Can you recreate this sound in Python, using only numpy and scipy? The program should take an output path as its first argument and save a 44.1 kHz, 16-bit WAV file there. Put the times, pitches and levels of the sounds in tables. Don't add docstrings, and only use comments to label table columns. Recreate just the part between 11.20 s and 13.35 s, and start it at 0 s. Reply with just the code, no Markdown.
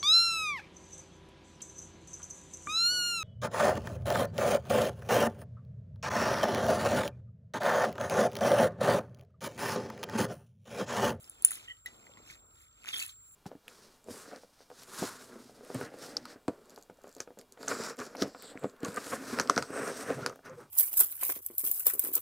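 import sys
import numpy as np
from scipy import signal
from scipy.fft import rfft, irfft, next_fast_len
from scipy.io import wavfile
from scipy.ndimage import uniform_filter1d, map_coordinates

SR = 44100
rng = np.random.default_rng(int(sys.argv[2]) if len(sys.argv) > 2 else 0)


def to_linear_factor(level_db):
    exponent = np.asarray(level_db, float) / 20
    return 10 ** exponent


def log_audio(samples):
    frames = np.atleast_2d(samples).T
    limited = np.clip(frames, -1, 1)
    pcm = np.round(limited * 32767).astype(np.int16)
    wavfile.write(sys.argv[1], SR, pcm)


N = 94815

# (per Hz, relative)
BODY = [(600, -25), (1300, -3), (2300, 4.5), (3400, 4.5), (5000, -4), (7500, -1.5)]
# (per Hz, relative)
TREBLE = [(5500, -27), (7000, -6), (9500, -1.5), (11500, -6.5), (15500, -9), (16600, -55)]


def jaw_snaps():
    # start_s, peak_db
    snaps = [(0.2481, -1), (0.3074, -22), (.3162, -23), (0.3544, -33)]
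    # freq_hz, level_db (relative), t60_s
    jaw_modes = [(1600, -38.5, 0.0095), (2900, -29.5, 0.008), (6765, -12, 0.0035), (9400, -0.5, .014),
                 (10475, -7, 0.008), (12700, -16, 0.006), (14400, -12.5, 0.0042)]
    sounds = []
    for start_s, peak_db in snaps:
        contact = to_linear_factor(-9) * crack(TREBLE, t60_s=0.012) + to_linear_factor(-36) * crack(BODY, t60_s=0.031)
        sounds.append((start_s, peak_db, ring(jaw_modes, attack_s=0.00056, contact=contact)))
    return sequence(sounds)


def cup_taps():
    # start_s, peak_db
    taps = [(0.659, -28.5)]
    # freq_hz, level_db (relative), t60_s
    cup_modes = [(1900, -1, 0.059), (1978, 5.5, 0.056), (3940, -3.5, 0.033), (5600, -2, 0.0047)]
    sounds = []
    for start_s, peak_db in taps:
        contact = to_linear_factor(5) * crack(TREBLE, t60_s=0.013) + to_linear_factor(-11.5) * crack(BODY, t60_s=0.12)
        sounds.append((start_s, peak_db, ring(cup_modes, attack_s=0.0021, contact=contact)))
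    return sequence(sounds)


def squeaks():
    # start_s, length_s (before the fade), peak_db, pitch_hz
    squeak_rows = [(0.477, 0.018, -44.5, 1900), (0.497, .004, -44.5, 2012), (0.502, 0.015, -39.5, 1900),
                   (.477, 0.046, -39, 2950), (1.731, .006, -29.5, 3400), (1.738, 0.0085, -27.5, 3335),
                   (1.748, 0.031, -31.5, 3400), (1.7965, 0.0041, -28, 7100), (1.794, .016, -37.5, 4540),
                   (1.815, 0.017, -31, 2646)]
    edge_s, t60_s = 0.002, 0.025
    drift, drift_rate = 0.012, 30
    out, t = np.zeros(N), np.arange(N) / SR
    for start_s, length_s, peak_db, pitch_hz in squeak_rows:
        fade_in = np.clip((t - start_s) / edge_s, 0, 1)
        fade_out = to_linear_factor(-60 * np.maximum(t - start_s - length_s, 0) / t60_s)
        flicker_rate = 5e-5 * pitch_hz ** 2
        flicker = 1 + wobble(flicker_rate) + 1j * wobble(flicker_rate)
        phase = 2 * np.pi * np.cumsum(pitch_hz * (1 + drift * wobble(drift_rate))) / SR
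        squeak = fade_in * fade_out * np.real(flicker * np.exp(1j * phase))
        out += to_linear_factor(peak_db) * squeak / np.abs(squeak).max()
    return out


def ticks_and_taps():
    # start_s, peak_db, pitch_hz
    ticks = [(.043, -42, 5370), (.097, -30, 9300), (0.2231, -27.5, 9800), (.3078, -37.5, 1900),
             (.316, -39, 1366), (0.868, -44, 2020), (.937, -46.5, 3390), (0.972, -45, 2002),
             (.973, -51.5, 1066), (1.100, -38, 2245), (1.688, -25.5, 2800), (1.6885, -29, 3600),
             (1.826, -24.5, 7600), (1.827, -30, 3960), (1.864, -30, 10600), (1.894, -39.5, 3940)]
    return sequence([(s, db, wet_ring(hz, cycles=24)) for s, db, hz in ticks])


def juice_pops():
    # start_s, peak_db, pitch_hz
    pops = [(1.635, -45, 2600), (1.642, -37, 2500), (1.648, -38, 1400), (1.658, -35, 2600),
            (1.668, -36, 2900), (1.673, -33, 1900), (1.6835, -28, 2900)]
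    return sequence([(s, db, wet_ring(hz, cycles=10)) for s, db, hz in pops])


def handle_knocks():
    # start_s, peak_db, pitch_hz
    knocks = [(.895, -51, 538), (.974, -57, 199), (1.001, -53.5, 462), (1.106, -59, 124)]
    return sequence([(s, db, ring([(hz, 0, 10 / hz)], attack_s=0.0004, contact=0)) for s, db, hz in knocks])


def rustle():
    # start_s, level_db (middle band),
    # treble_db and bass_db (relative to the middle band)
    rubbing = [(0, -68.5, 10, -2.5), (.2, -67.5, -5, -1.5), (.3, -52.5, -14, -13), (.315, -49, 7.5, -19.5),
               (.43, -59, -6.5, -9.5), (.64, -81.5, 3.5, -5.5), (.67, -65, -4.5, -0.5),
               (1.02, -69.5, -6.5, 3.5), (1.11, -53, -8.5, -16), (1.24, -80, 0.5, 9),
               (1.43, -68, 2.5, -9.5), (1.5, -76.5, -2.5, -5), (1.65, -67, -4, -4), (1.685, -46.5, -5, -16),
               (1.726, -52.5, -5, -23), (1.735, -44, -5.5, -19.5), (1.8, -42.5, 1.5, -22),
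               (1.83, -45, -0.5, -27), (1.85, -54, 4, -22.5), (1.91, -58.5, 2.5, -22.5),
               (1.95, -76, 0.5, -6.5), (2.15, -75.5, 16.5, -4.5)]
    # (per Hz, relative)
    bass_spectrum = [(120, -10), (250, -3.5), (550, -7.5), (1500, -12.5)]
    level_db, treble_db, bass_db = curves(rubbing)
    middle = patchy_grain(noise(BODY, grain_db=2.2, rate=350))
    treble = to_linear_factor(treble_db) * noise(TREBLE, grain_db=2.2, rate=260)
    bass = to_linear_factor(bass_db) * noise(bass_spectrum, grain_db=1, rate=180)
    swell_db = 1 * wobble(60)
    return to_linear_factor(level_db + swell_db) * (middle + treble + bass)


def patchy_grain(x):
    patch_db = 4
    z = signal.stft(x, nperseg=256)[2]
    field = rng.standard_normal(z.shape[1:])
    field = uniform_filter1d(field, size=3, axis=0)
    field = uniform_filter1d(field, size=3, axis=1)
    return unit(signal.istft(z * to_linear_factor(patch_db * unit(field)), nperseg=256)[1][:, :N])


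def kitchen(x):
    # freq_hz, t60_s
    decay = [(2000, .15), (9400, .22), (13000, .11)]
    tail_db, echo_db, echo_s = -14, -19, 0.009
    hz, t, z = signal.stft(rng.standard_normal((2, SR // 2)), SR, nperseg=256)
    fade = to_linear_factor(-60 * t / along(decay, hz)[:, None])
    tail = signal.istft(z * fade, SR, nperseg=256)[1]
    tail = tail / np.linalg.norm(tail[0])
    late = np.pad(x, (130, 0))[None]
    wet = signal.fftconvolve(late, tail, axes=1)[:, :N]
    echo = filtered(x, lambda f: to_linear_factor(echo_db) * np.exp(-2j * np.pi * f * echo_s))
    return to_linear_factor(tail_db) * wet + [echo, 0 * echo]


def electric_whine():
    # start_s, level_db (rms of the fundamental)
    whine_levels = [(0, -65.5), (1.2, -63), (1.55, -66.5), (1.95, -57), (2.15, -60)]
    pitch_hz, octave_db = 7384, -19
    (level_db,) = curves(whine_levels)
    phase = 2 * np.pi * pitch_hz * np.arange(N) / SR + 0.5 * wobble(36)
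    return np.sqrt(2) * to_linear_factor(level_db) * (np.sin(phase) + to_linear_factor(octave_db) * np.sin(2 * phase))


def mains_hum():
    # freq_hz, level_db (rms before the waver)
    hum_tones = [(49.8, -82), (100, -78.5)]
    t = np.arange(N) / SR
    return np.sqrt(2) * sum(to_linear_factor(db + 2.54 * wobble(6.4)) * np.sin(2 * np.pi * hz * t) for hz, db in hum_tones)


def room_air():
    # (per Hz, relative)
    air_spectrum = [(20, -22), (45, 2), (120, -3), (300, -34.5), (900, -36.5), (1330, -7), (1800, -31),
                    (5000, -40), (15000, -47)]
    return to_linear_factor(-70.5) * noise(air_spectrum, grain_db=1, rate=14)


def ring(modes, attack_s, contact):
    t = np.arange(SR // 5) / SR
    x = contact
    for hz, db, t60_s in modes:
        x = x + to_linear_factor(db - 60 * t / t60_s) * np.sin(2 * np.pi * (hz * t + rng.random()))
    x = x * (1 - np.exp(-t / attack_s))
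    return x / np.abs(x).max()


def wet_ring(pitch_hz, cycles):
    contact = crack(TREBLE, t60_s=0.006) / 2
    if pitch_hz < 6000:
        contact = contact + crack(BODY, t60_s=0.006)
    return ring([(pitch_hz, 0, cycles / pitch_hz)], attack_s=0.0004, contact=to_linear_factor(-10.5) * contact)


def crack(spectrum, t60_s):
    t = np.arange(SR // 5) / SR
    return noise(spectrum, grain_db=0, rate=1)[0, :len(t)] * to_linear_factor(-60 * t / t60_s)


def sequence(sounds):
    track = np.zeros(N + SR)
    for start_s, peak_db, sound in sounds:
        track[round(start_s * SR):][:len(sound)] += to_linear_factor(peak_db) * sound
    return track[:N]


def noise(spectrum, grain_db, rate):
    raw = rng.standard_normal((2, N)) * to_linear_factor(grain_db * wobble(rate))

    def band(hz):
        return to_linear_factor(along(spectrum, hz)) * (hz > spectrum[0][0]) * (hz < spectrum[-1][0])
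    return unit(filtered(raw, band))


def unit(x):
    return x / np.sqrt(np.mean(x ** 2) + 1e-20)


def along(points, hz):
    f, v = np.transpose(points)
    return np.interp(np.log(hz + 1), np.log(f + 1), v)


def curves(rows):
    s, *cols = np.transpose(rows)
    return [np.interp(np.arange(N) / SR, s, c) for c in cols]


def wobble(rate):
    knots = rng.standard_normal(int(N * rate / SR) + 4)
    return map_coordinates(knots, [np.arange(N) * rate / SR])


def filtered(x, response):
    m = next_fast_len(N + 8192)
    return irfft(rfft(x, m) * response(np.fft.rfftfreq(m, 1 / SR)), m)[..., :N]


def scene():
    hits = jaw_snaps() + cup_taps() + squeaks() + ticks_and_taps() + juice_pops() + handle_knocks()
    tones = electric_whine() + mains_hum()
    centre = hits + tones
    common, apart = kitchen(hits) + rustle() + room_air() + [centre, 0 * centre]
    return np.array([common + apart, common - apart])


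def band_limit(x):
    return signal.sosfilt(signal.butter(12, 17040, fs=SR, output="sos"), x)


def record(dry):
    # freq_hz, lead_rad
    lead = [(0, 0), (2000, 1.5), (2700, 2.5), (4300, 6.3), (5200, 8.8), (6200, 6.3), (15600, -6.3)]
    # freq_hz, gain_db
    apart_gain = [(110, -13), (350, -4), (5500, -1), (6600, -16)]
    # freq_hz, tilt_db
    tilt = [(150, 0), (1000, 3.5), (2800, -2.5), (8000, 0)]
    side = np.array([[1], [-1]])

    def stereo(hz):
        turn = np.exp(0.5j * side * np.interp(hz, *np.transpose(lead)))
        return to_linear_factor(side * along(tilt, hz) / 2) * turn
    common = filtered(dry.mean(0), stereo)
    apart = filtered((dry[0] - dry[1]) / 2, lambda hz: to_linear_factor(along(apart_gain, hz)))
    return band_limit(common + side * apart)


dry = scene()
out = record(dry)
log_audio(out)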